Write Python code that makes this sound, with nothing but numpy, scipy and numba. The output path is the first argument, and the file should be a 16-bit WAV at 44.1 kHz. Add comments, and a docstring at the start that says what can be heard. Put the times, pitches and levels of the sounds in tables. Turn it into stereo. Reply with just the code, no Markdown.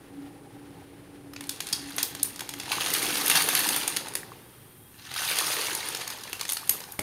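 """In a kitchen, dry macaroni slides off a plastic plate into a steel pot of simmering water, in three bursts.
The hard tubes clatter, snap and tick by short damped modes and cracks; trapped air rings as rising bubbles.
The pot's hum, a wavering tone with narrow-band noise, and its churning die as the pasta cools the water.
Burner rumble and hiss are filtered noise, foam fizz is treble noise, a faint whistle fills a pause,
and low modes make a soft and then a stronger dull knock at the end."""
import sys
import numpy as np
from scipy import signal
from scipy.fft import rfft, irfft
from scipy.io import wavfile
from scipy.ndimage import uniform_filter1d
from numba import njit

SR = 44100
rng = np.random.default_rng(int(sys.argv[2]) if len(sys.argv) > 2 else 0)


def transcribe(signal):
    """Save signal, clipped to [-1, 1], as a 16-bit WAV file at the path in sys.argv[1]."""
    frames = np.atleast_2d(signal).T
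    limited = np.clip(frames, -1, 1)
    pcm = np.round(limited * 32767).astype(np.int16)
    wavfile.write(sys.argv[1], SR, pcm)


N = 309839
T = np.arange(N) / SR  # s
TOP_HZ = 15500  # upper limit of the sound

# Levels in the tables are relative unless a comment says otherwise.
# Burner hiss spectrum: (f/Hz, spectral level/dB)
HISS_SPECTRUM = [(60, -8.5), (150, -13.5), (230, 3), (360, 0.5), (560, -11), (1100, -11), (2200, -25),
                 (4000, -33.5), (7500, -28), (9600, -15), (11200, -27), (15500, -38)]
HISS_DB = -56  # rms
# Burner rumble spectrum: (f/Hz, level/dB)
RUMBLE_SPECTRUM = [(25, -34), (45, -15), (63, -6.0), (78, -10.0), (104, 1.0), (160, -2.0), (260, -16.5),
                   (600, -45.0)]
# Flurries of steam bubbles: (t/s, level over the steady blipping/dB)
STEAM_FLURRIES = [(0.26, -4), (0.58, 4), (0.8, 2)]
FLURRY_S = 0.027
# Resonances of the churning water, each passed twice: (f/Hz, width per pass/Hz, level/dB)
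CHURN_MODES = [(64, 63, -6), (118, 93, 4.5), (163.6, 20, 1.5), (346, 100, 3), (405, 204, -2)]
# Simmering noise: (f/Hz, spectral level/dB)
SIMMER_SPECTRUM = [(200, -26.5), (450, -9.5), (670, -24.5), (810, -15), (1050, -13), (1700, -12),
                   (3500, -19), (8000, -31)]
CHURN_DB = -49.5
QUENCH_S, QUENCH_DB_PER_S, QUENCH_DEPTH_DB = 4, 16, 25  # onset, rate and limit of the churn's decay
# Surges of the boiling hum: (t/s, level/dB)
HUM_SURGES = [(0, -60), (0.2, -40), (0.38, -51), (0.55, -47.5), (0.98, -53), (1.15, -49), (1.41, -40.5),
              (1.67, -60), (1.82, -44), (2.02, -48), (2.12, -46), (2.3, -54), (2.57, -50), (2.8, -54),
              (3.05, -46), (3.3, -44), (3.7, -46), (4.1, -58), (4.45, -78)]
BOIL_HZ = 283.8  # pitch about which the hum wavers
# Single sharp snaps: (t/s, peak level/dB, bass level/dB, treble level/dB, ring f/Hz)
SNAP_EVENTS = [(1.334, -30, -10, -12, 5220), (1.3615, -24.5, -23, -32, 2560),
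               (1.407, -22.5, -16.5, -14, 2240), (1.438, -29.5, -22, -18, 2390),
               (1.469, -35, -32, -8, 9600), (1.492, -14, -29.5, -19, 9620), (1.603, -15.5, -23, -19, 3130),
               (1.668, -23.5, -26, -25, 9300), (1.676, -28, -28, -20, 4600), (1.687, -26, -28, -13, 4600),
               (1.707, -36, -29, -13, 3960), (1.726, -13.5, -40, -20, 4600),
               (1.7281, -12.5, -46, -21, 4830), (1.963, -23, -13, 4, 12400),
               (1.981, -11.5, -20.5, -23, 3360), (2.028, -8, -35, -12, 13800), (2.149, -20, -20, -15, 3250),
               (2.196, -25, -26, -28, 3400), (2.229, -8, -42, -5, 9320), (2.359, -26, -26, -17, 4500),
               (2.392, -21.5, -24, -18, 4700), (2.406, -18.5, -17, -13.5, 3370),
               (2.49, -18.5, -24, -18.5, 5370), (2.537, -22.5, -15, -14, 3250),
               (2.598, -19, -27, -23, 3430), (2.713, -24, -27, -22, 4800), (2.861, -15.5, -23, -23, 6560),
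               (2.902, -16, -15, -11, 9200), (2.936, -8.5, -21.5, -7, 4400), (2.948, -13, -23, -28, 2440),
               (3.154, -15, -21, -20, 9600), (3.26, -13.5, -28, -9, 10700), (3.279, -11, -30, -11, 12400),
               (3.298, -5.5, -14, -10, 9700), (3.42, -13.5, -29, -9, 4380), (3.487, -11, -13, -7, 9800),
               (3.55, -7, -19.5, -8, 11160), (3.591, -11, -12, 8, 11600), (3.688, -8.5, -23, -13, 10200),
               (3.761, -10.5, -14, -6, 9500), (3.877, -9, -20, -10, 9080), (3.963, -16, -23, -25, 10000),
               (3.968, -12, -20.5, -15, 4570), (4.069, -24, -11, -15.5, 3060), (4.083, -26, -25, -17, 9600),
               (4.136, -27, -21, -16, 9700), (4.152, -12, -19, -12.5, 9750), (5.113, -23, -18, -32, 3800),
               (5.138, -22, -25, -17, 2610), (5.374, -24, -24, -23, 4600), (5.385, -9.5, -21, -15, 4550),
               (5.402, -18, -26, -18, 5270), (5.749, -13.5, -35, -14, 9770), (5.886, -18.5, -17, -7, 9400),
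               (5.947, -15.5, -13, -12, 5300), (5.969, -23, -31, -17, 6670), (6.011, -21, -12, -21, 4470),
               (6.076, -20.5, -17, -9, 6550), (6.101, -21, -22, -15, 4960), (6.235, -25.5, -44, -24, 6230),
               (6.329, -16, -15, -11.5, 2680), (6.394, -25, -23, -18, 4360), (6.401, -26, -17, -19, 4370),
               (6.41, -15, -23, -17, 4420), (6.429, -26, -22, -22, 3040), (6.451, -19.5, -21.5, -22, 3530),
               (6.48, -26, -27, -12, 6440), (6.49, -15, -27, -15.5, 3500), (6.497, -16, -24, -12, 9450),
               (6.507, -21, -23, -14, 4630), (6.52, -13, -19, -4.5, 4520), (6.531, -14.5, -34, -5, 9840),
               (6.568, -16, -21, -19.5, 4360), (6.674, -27, -20, -14, 9340),
               (6.693, -5.5, -24.5, -5.5, 11820), (6.802, -26, -29, -20, 3970),
               (6.837, -28, -21, -20, 5230), (6.92, -23.5, -40, -1, 12000), (6.991, -15, -22, -12.5, 2140)]
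# Partials of a ringing hollow tube: (multiple of its ring f, level/dB)
TUBE_MODES = [(1, 4), (1.33, -9), (2.15, -16)]
# Upper colouring of the snaps: (f/Hz, gain/dB)
SNAP_COLOUR = [(5000, -2.5), (5700, -4), (6600, 1), (7400, -4.5), (8300, 1.5), (9500, 4), (11200, -1.5),
               (11900, 1), (15000, -9)]
TUBE_T60_S = 0.015
SNAP_RISE_S = 0.0027  # the scuffle of a snap peaks this long after first touch
# Slides off the plate: (start t/s, swell time/s, ebb t/s, ebb rate/(dB/s), clatter level/dB,
#                        top octave level re clatter/dB, splash level re clatter/dB)
PASTA_SLIDES = [(1.36, 0.12, 1.9, 10.5, -45.5, -10, -9.5), (2.53, 0.19, 3.724, 44.5, -31, -1.5, -8),
                (4.93, 0.09, 5.52, 30, -41.5, -34, -27), (5.08, 0.067, 5.528, 21, -31, -3, -10.5),
                (6.38, 0.26, 6.75, 62, -42, 4, -3)]
SWELL_DB = 24  # a slide starts this far under its full level
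HARDENING = 0.66  # extra dB of top octave per dB of flow: a fast stream collides harder
SPLASH_LAG_S, SPLASH_FOLLOW = 0.062, 0.76  # the fall to the water; dB of splash per dB of flow
# Spectrum of the sliding heap: (f/Hz, gain/dB)
HEAP_COLOUR = [(410, -35), (700, -2.5), (818, -0.5), (1060, -1), (1360, -0.5), (1780, 2), (2400, 0.5),
               (3350, 1), (4580, -0.5), (5000, -2.5), (5640, -5.5), (6590, -3), (7700, -11), (9470, 3.5),
               (11350, -6.5), (11850, 0), (12900, -6.5), (15500, -9.5)]
# Clumps that tumble at once: (t/s, level/dB)
TUMBLING_CLUMPS = [(1.732, -42), (1.985, -28.5), (2.717, -29), (2.803, -30), (2.944, -38), (3.024, -34.5),
                   (3.303, -22), (3.353, -19), (3.488, -32), (3.552, -26.5), (5.162, -34), (5.22, -40),
                   (5.699, -44), (6.497, -40)]
CLUMP_DECAY_S = 0.017  # time constant
# Spectrum of loose pieces: (f/Hz, gain/dB)
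STRAY_COLOUR = [(400, -24), (1500, 9), (4000, -11), (7500, -4.0), (9500, 4), (15000, -5)]
# Spectrum of the splash: (f/Hz, gain/dB)
SPLASH_COLOUR = [(100, -17.0), (160, -6), (220, -11), (310, -0.5), (430, -0.5), (560, -1.5), (680, -4.5),
                 (880, 3.5), (1300, -5.5), (1800, -4)]
# Resonances of the pot's air and walls: (f/Hz, level/dB)
POT_RESONANCES = [(437, -1), (749, -6.5), (887, -9), (1168, -5), (1756, -6), (2743, -2), (4570, -6),
                  (6349, -3), (9380, -9)]
FOAM_START_S, FOAM_RISE_S = 1.5, 4.2  # starch foam spreads over the water
# Spectrum of the foam's fizz: (f/Hz, level/dB)
FIZZ_SPECTRUM = [(1000, -50), (7500, -16), (9500, -0.5), (11200, -11), (12200, -3.5), (15500, -12)]
# Modes of the steel wall: (f/Hz, level/dB, t60/s)
WALL_MODES = [(3320, -3, 0.053), (4568, 0.5, 0.064), (5000, 0, 0.091), (5380, -4, 0.08), (9537, 4, 0.046)]
# Pieces that strike the steel wall: (t/s, level/dB)
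WALL_HITS = [(1.730, -23.5), (2.031, -42), (2.938, -29), (5.387, -34)]
# Single larger bubbles: (t/s, level/dB, starting f/Hz)
PLOP_EVENTS = [(2.419, -34.5, 840), (2.68, -35, 890), (2.71, -29.5, 776), (2.783, -25.5, 1080),
               (4.232, -31.5, 1740), (4.319, -35, 1060), (6.421, -37, 1080), (6.631, -36, 1130),
               (6.712, -38, 970), (6.752, -39, 1110)]
# Low modes of the plate: (f/Hz, level/dB, t60/s)
PLATE_MODES = [(111, -37, 0.15), (151, -28, 0.017), (204, -34, 0.22), (282, -18, 0.021), (397, -33, 0.11),
               (591, -23, 0.03), (820, -28.5, 0.047), (2200, -21.5, 0.011)]
# Dull knocks: (t/s, level/dB)
PLATE_KNOCKS = [(6.693, -14), (6.991, 1.5)]
# Reverberation time of the kitchen: (f/Hz, t60/s)
REVERBERATION = [(200, 0.83), (1500, 0.33), (5000, 0.29), (10000, 0.27), (15000, 0.29)]
# Level of the difference between the two ports: (f/Hz, gain/dB)
PORT_DIFFERENCE = [(350, -14.5), (800, -3.0), (2000, -0.5)]
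# Response of each port: (f/Hz, gain/dB)
LEFT_PORT = [(200, -2.5), (2000, 0.48), (5000, 2.0), (8800, 3.0), (12000, 4.0)]
RIGHT_PORT = [(200, -3.0), (2000, -0.1), (5000, 1.4), (8800, -3.5), (12000, 3.5)]


def undb(db):
    """Amplitude ratio of a level difference in decibels."""
    return 10 ** (np.asarray(db) / 20)


def level(x, db):
    """Normalization: scale a signal to a given rms level."""
    return x * undb(db) / np.sqrt(np.mean(x ** 2))


def on_log_axis(points, hz):
    """Interpolation on a logarithmic frequency axis, as hearing spaces pitch."""
    f, value = np.transpose(points)
    return np.interp(np.log(hz + 1), np.log(f), value)


def colour(x, points, size=4096):
    """Minimum-phase filtering: a folded cepstrum makes the response to (f/Hz, gain/dB) points causal."""
    gain_db = on_log_axis(points, np.fft.rfftfreq(size, 1 / SR))
    cepstrum = irfft(np.log(undb(gain_db)))
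    fold = 1 + np.sign(size / 2 - np.arange(size))
    fold[0] = 1
    response = irfft(np.exp(rfft(cepstrum * fold)))
    return signal.fftconvolve(x, response[None], axes=1)[:, :x.shape[1]]


def resonate(x, hz, width_hz):
    """Resonance: a single mode passes its own frequency with unit gain."""
    return signal.lfilter(*signal.iirpeak(hz, hz / width_hz, fs=SR), x)


def walk(rate):
    """Slow random fluctuation: smoothed random steps, rate per second, with a spread near 1."""
    k = int(SR / rate)
    steps = np.repeat(rng.standard_normal(N // k + 1), k)
    return uniform_filter1d(steps, k)[:N]


def air_noise(size=N):
    """Spatial coherence: stereo noise is alike in the bass and nearly unrelated in the treble."""
    mid, side = rng.standard_normal((2, 1, size))
    return mid + np.array([[1], [-1]]) * colour(side, PORT_DIFFERENCE)


def add(out, s, sound):
    """Superposition: mix a short stereo sound in at time s."""
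    i = int(s * SR)
    out[:, i:i + sound.shape[1]] += sound[:, :N - i]


@njit
def rings(s, hz, t60, size, glide, spread):
    """Damped oscillation: sines rise by the share glide as they die, spread radians apart at the ports."""
    out = np.zeros((2, N))
    for k in range(len(s)):
        start, length, phase = int(s[k] * SR), int(t60[k] * SR), 0.
        for i in range(min(length, N - start)):
            age = i / length
            phase += 2 * np.pi * hz[k] * (1 + glide * age) / SR
            onset = min(1., i * hz[k] / SR * 2)  # half a cycle
            a = size[k] * np.exp(-6.9 * age) * onset
            out[0, start + i] += a * np.sin(phase + spread[k] / 2)
            out[1, start + i] += a * np.sin(phase - spread[k] / 2)
    return out


def stove(rumble_db=-54.0):
    """Broadband noise: the burner's hiss is steady and its low rumble fluctuates slightly."""
    rumble = colour(air_noise(), RUMBLE_SPECTRUM)
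    hiss = level(colour(air_noise(), HISS_SPECTRUM), HISS_DB)
    return hiss + level(rumble, rumble_db) * undb(1.5 * walk(14))


def blips(count=420, centre_hz=805, spread=0.019, cycles=40, scatter_db=0.0):
    """Bubble resonance: small steam bubbles burst singly near one pitch, now and then in a flurry."""
    when, strength = rng.random((count, 2)).T
    hz = centre_hz * np.exp(spread * rng.standard_normal(count))
    size = undb(scatter_db * np.minimum(-np.log(1 - strength), 2))
    pops = rings(when * N / SR, hz, cycles / hz, size, 0.022, hz / 1500)
    flurries = sum(undb(db) * np.exp(-((T - s) / FLURRY_S) ** 2) for s, db in STEAM_FLURRIES)
    return pops * (1 + flurries)


def boil(blip_db=-10, simmer_db=-56.5, quenched_s=5.52):
    """Noise-driven resonance: the water churns, blips and simmers until the pasta cools it."""
    boil_db = CHURN_DB - np.clip(QUENCH_DB_PER_S * (T - QUENCH_S), 0, QUENCH_DEPTH_DB)
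    drive = air_noise()
    churn = sum(undb(db) * resonate(resonate(drive, hz, width), hz, width) for hz, width, db in CHURN_MODES)
    simmer = colour(air_noise() * undb(1.8 * walk(60)), SIMMER_SPECTRUM)
    boiling = (level(churn, 0) + level(blips(), blip_db)) * undb(boil_db)
    simmer_fade = np.clip(quenched_s - T, 0, 1)  # over the last second before quenched_s
    return boiling + level(simmer, simmer_db) * simmer_fade


def hum(waver_hz=3.42, waver_rate=14, flutter_db=1.0, flutter_rate=22, rough_db=-7, rough_width_hz=22,
        trim_db=-1):
    """Sustained resonance: collapsing steam bubbles keep one low, wavering note of the pot sounding."""
    phase = 2 * np.pi * np.cumsum(BOIL_HZ + waver_hz * walk(waver_rate)) / SR
    rough = resonate(resonate(air_noise(), BOIL_HZ, rough_width_hz), BOIL_HZ, rough_width_hz)
    note = level(np.sin(phase), trim_db) + level(rough, rough_db)
    surge_db = np.interp(T, *np.transpose(HUM_SURGES))
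    return note * undb(surge_db + flutter_db * walk(flutter_rate))


def snaps(crack_db=3, crack_s=0.0012, crack_decay_s=0.0002, ring_db=-3, bass_db=11.0, middle_db=-10,
          treble_db=-2, trim_db=-6.0, pan_db=-1.0, size=3072):
    """Impact excitation: a crack inside a very short scuffle, then the hollow piece rings at its own pitch."""
    out, t = np.zeros((2, N)), np.arange(size) / SR
    scuffle = (t / SNAP_RISE_S) ** 2 * np.exp(2 - 2 * t / SNAP_RISE_S)
    since = np.maximum(t - crack_s, 0)
    crack = (t > crack_s) * np.exp(-since / crack_decay_s)
    fade = (t > crack_s) * np.exp(-np.log(1000) * since / TUBE_T60_S)
    loudest = lambda x: np.sqrt(uniform_filter1d(np.mean(x ** 2, axis=0), size=132).max())  # 3 ms rms
    pan = np.array([[pan_db], [-pan_db]]) / 2
    for s, db, low_db, high_db, hz in SNAP_EVENTS:
        low, high = bass_db + low_db, treble_db + high_db
        burst = air_noise(size) * (scuffle + undb(crack_db) * crack)
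        burst = colour(burst, [(60, low - 30), (300, low - 6.5), (1500, low), (4600, middle_db), (12000, high)])
        tube = sum(undb(part_db) * (hz * ratio < TOP_HZ)
                   * np.sin(2 * np.pi * (hz * ratio * t + rng.random((2, 1))))
                   for ratio, part_db in TUBE_MODES)
        snap = burst / loudest(burst) + undb(ring_db) * tube * fade
        add(out, s, snap / loudest(snap) * undb(db + trim_db + pan))
    return out


def slides():
    """Granular flow: clatter, top octave and splash levels in dB follow the pasta, the splash later."""
    power = np.zeros((3, N))
    for start, swell_s, ebb, ebb_db_per_s, db, top_db, splash_db in PASTA_SLIDES:
        swell = -SWELL_DB * np.exp(np.minimum((start - T) / swell_s, 2))
        flow_db = swell - ebb_db_per_s * np.maximum(T - ebb, 0)
        landing_db = np.interp(T - SPLASH_LAG_S, T, flow_db)
        bright_db = top_db + (1 + HARDENING) * flow_db
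        wet_db = splash_db + SPLASH_FOLLOW * landing_db
        power += undb(db + np.array([flow_db, bright_db, wet_db])) ** 2
    return 10 * np.log10(power)


def collisions(count=10500, order=4, scatter_db=4.0):
    """Modal excitation: each contact rings a few short modes of a hard tube, damped by the heap around it."""
    when, strength = np.repeat(rng.random((count, 2)), order, axis=0).T
    pitch, damping, side = rng.random((count * order, 3)).T
    size = undb(scatter_db * np.minimum(-np.log(1 - strength), 3.5))
    hz, t60 = 400 + 15600 * pitch, .005 + .016 * damping
    # long waves reach both ports nearly in step
    spread = 2 * np.pi * (side - .5) * np.minimum(hz / 1900, 1)
    return rings(when * N / SR, hz, t60, size, 0., spread)


def scraping(grip_db=3.0, grip_rate=700):
    """Stick-slip friction: rubbing pieces catch and slip so fast that it fuses into a rush."""
    return air_noise() * undb(grip_db * walk(grip_rate))


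def cracks(count=420, scatter_db=2.0, decay_s=0.0026, size=400):
    """Impulsive contact: two edges meet squarely with a dry broadband crack."""
    out, fade = np.zeros((2, N)), np.exp(-np.arange(size) / SR / decay_s)
    for when, strength in rng.random((count, 2)):
        gain = undb(scatter_db * min(-np.log(1 - strength), 2))
        add(out, when * N / SR, rng.standard_normal((2, size)) * fade * gain)
    return out


def clatter(clatter_db, bright_db, trim_db=1, top_db=-1.5, crack_db=-5, surge_db=2.0, surge_rate=90,
            clump_top_db=-7, scrape_db=-5):
    """Superposed impacts: contacts, scraping and cracks come in small surges, with denser tumbling clumps."""
    contacts = level(level(collisions(), 0) + level(scraping(), scrape_db), 0)
    ticks = colour(contacts + level(cracks(), crack_db), HEAP_COLOUR) * undb(surge_db * walk(surge_rate))
    # the same contacts half the scene away make the crowd denser
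    crowd = colour(contacts + np.roll(contacts, N // 2, axis=1), HEAP_COLOUR)
    clumps = sum(undb(db) * (T > s) * np.exp(-np.abs(T - s) / CLUMP_DECAY_S) for s, db in TUMBLING_CLUMPS)
    split = lambda x, kind: level(signal.sosfilt(signal.butter(4, 7600, kind, fs=SR, output="sos"), x), 0)
    body = split(ticks, "low") * undb(clatter_db) + split(crowd, "low") * clumps
    # dry pieces striking each other hard add the top octave
    edge = split(ticks, "high") * undb(bright_db) + split(crowd, "high") * clumps * undb(clump_top_db)
    return body * undb(trim_db) + edge * undb(top_db)


def strays(clatter_db, trim_db=-8, most_db=-43):
    """Masking: loose pieces tick on their own, capped in level so they stand out where the stream is thin."""
    ticks = cracks(count=200, scatter_db=6.5, decay_s=0.00041)
    ticks = colour(ticks, STRAY_COLOUR)
    return level(ticks, trim_db) * undb(np.minimum(clatter_db, most_db))


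def bubbles(splash_db, count=4500, low_hz=160, high_hz=2400, scatter_db=5.0, trim_db=0):
    """Bubble resonance: pieces entering the water trap air, and each bubble rings and rises in pitch."""
    when, bore, strength, side = rng.random((count, 4)).T
    hz = low_hz * (high_hz / low_hz) ** bore
    size = undb(scatter_db * np.minimum(-np.log(1 - strength), 3.5)) * np.sqrt(hz / low_hz)
    water = rings(when * N / SR, hz, 14 / hz, size, .12, (side - .5) * hz / 500)
    return level(colour(water, SPLASH_COLOUR), trim_db) * undb(splash_db)


def foam_cover():
    """Surface coverage: share of the water under foam, 0 to 1."""
    return np.clip((T - FOAM_START_S) / FOAM_RISE_S, 0, 1)


def under_foam(water, edge_hz=300, open_db=8, covered_db=-3):
    """Surface damping: the deep gurgle of the splash fades as foam covers the water."""
    deep = signal.sosfiltfilt(signal.butter(2, edge_hz, fs=SR, output="sos"), water)
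    deep_db = open_db + (covered_db - open_db) * foam_cover()
    return water + deep * (undb(deep_db) - 1)


def pot(x, width_hz=30, width_share=0.008, ring_db=-3):
    """Forced resonance: what falls in rings the pot a little; the higher resonances are broader."""
    return x + sum(undb(db + ring_db) * resonate(x, hz, width_hz + width_share * hz)
                   for hz, db in POT_RESONANCES)


def foam(fizz_db=-54.0):
    """Fluctuating noise: starchy foam rises and fizzes finely."""
    fizz = colour(air_noise() * undb(1.0 * walk(510)), FIZZ_SPECTRUM)
    return level(fizz, fizz_db) * foam_cover()


def rim_pings():
    """Free vibration: a piece that hits the steel wall rings its modes briefly."""
    hz, mode_db, t60 = np.array(WALL_MODES, float).T.copy()
    return sum(rings(np.full(len(hz), s), hz, t60, undb(db + mode_db), 0., hz / 4000) for s, db in WALL_HITS)


def plops(cycles=18, trim_db=7):
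    """Bubble resonance: a few larger bubbles stand out, each rising in pitch."""
    s, db, hz = np.array(PLOP_EVENTS, float).T.copy()
    return rings(s, hz, cycles / hz, undb(db + trim_db), 0.19, hz / 1500)


def singing(tone_db=-66, skirt_db=-3, flicker_db=1.0, flicker_rate=25):
    """Narrow-band noise: a faint, airy and broken whistle is heard in a pause of the clatter."""
    drive = air_noise()
    tone = resonate(drive, 3252, 35) + undb(-5) * resonate(drive, 3698, 35)
    skirt = resonate(resonate(air_noise(), 3230, 220), 3230, 220)
    whistle = (level(tone, 0) + level(skirt, skirt_db)) * undb(flicker_db * walk(flicker_rate))
    pause = np.clip(10 * np.minimum(T - 4.4, 4.95 - T), 0, 1)  # 0.1 s fades
    return level(whistle, tone_db) * pause


def knocks():
    """Free vibration: dull knocks ring the low modes of the plate."""
    hz, mode_db, t60 = np.array(PLATE_MODES, float).T.copy()
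    return sum(rings(np.full(len(hz), s), hz, t60, undb(db + mode_db), 0., hz / 2000) for s, db in PLATE_KNOCKS)


def kitchen(x, wet_db=-2.5, gap_s=0.0055, build_s=0.00022, size=26000):
    """Reverberation: hard walls return a diffuse tail that lasts longest in the bass."""
    t, hz = np.arange(size) / SR, np.fft.rfftfreq(size, 1 / SR)
    noise, tail = rfft(air_noise(size)), 0
    centres, t60s = np.transpose(REVERBERATION)
    # each band of the noise decays at its own rate
    for share, t60 in zip(np.eye(len(centres)), t60s):
        band = irfft(noise * on_log_axis(np.c_[centres, share], hz))
        tail = tail + band * np.exp(-np.log(1000) * t / t60)
    tail = tail * (1 - np.exp(-np.maximum(t - gap_s, 0) / build_s))
    return x + signal.fftconvolve(x, level(tail, wet_db) / np.sqrt(size), axes=1)[:, :N]


def scene():
    """Superposition: pasta, water and pot in the kitchen, over the boil and the burner."""
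    clatter_db, bright_db, splash_db = slides()
    splash = under_foam(bubbles(splash_db))
    stream = pot(clatter(clatter_db, bright_db) + splash) + knocks()
    single_pieces = colour(snaps(), SNAP_COLOUR) + strays(clatter_db) + rim_pings()
    near = kitchen(stream, wet_db=-4.0) + kitchen(single_pieces, wet_db=-6.0, gap_s=0.0073)
    return near + plops() + hum() + boil() + foam() + stove() + singing()


def record(dry):
    """Receiver response: the left port is brighter near 9 kHz, and a steep low-pass cuts the top."""
    left = colour(dry[:1], LEFT_PORT)
    right = colour(dry[1:], RIGHT_PORT)
    top_cut = signal.ellip(8, .2, 70, TOP_HZ, fs=SR, output="sos")
    return signal.sosfilt(top_cut, np.vstack([left, right]))


dry = scene()
out = record(dry)
transcribe(out)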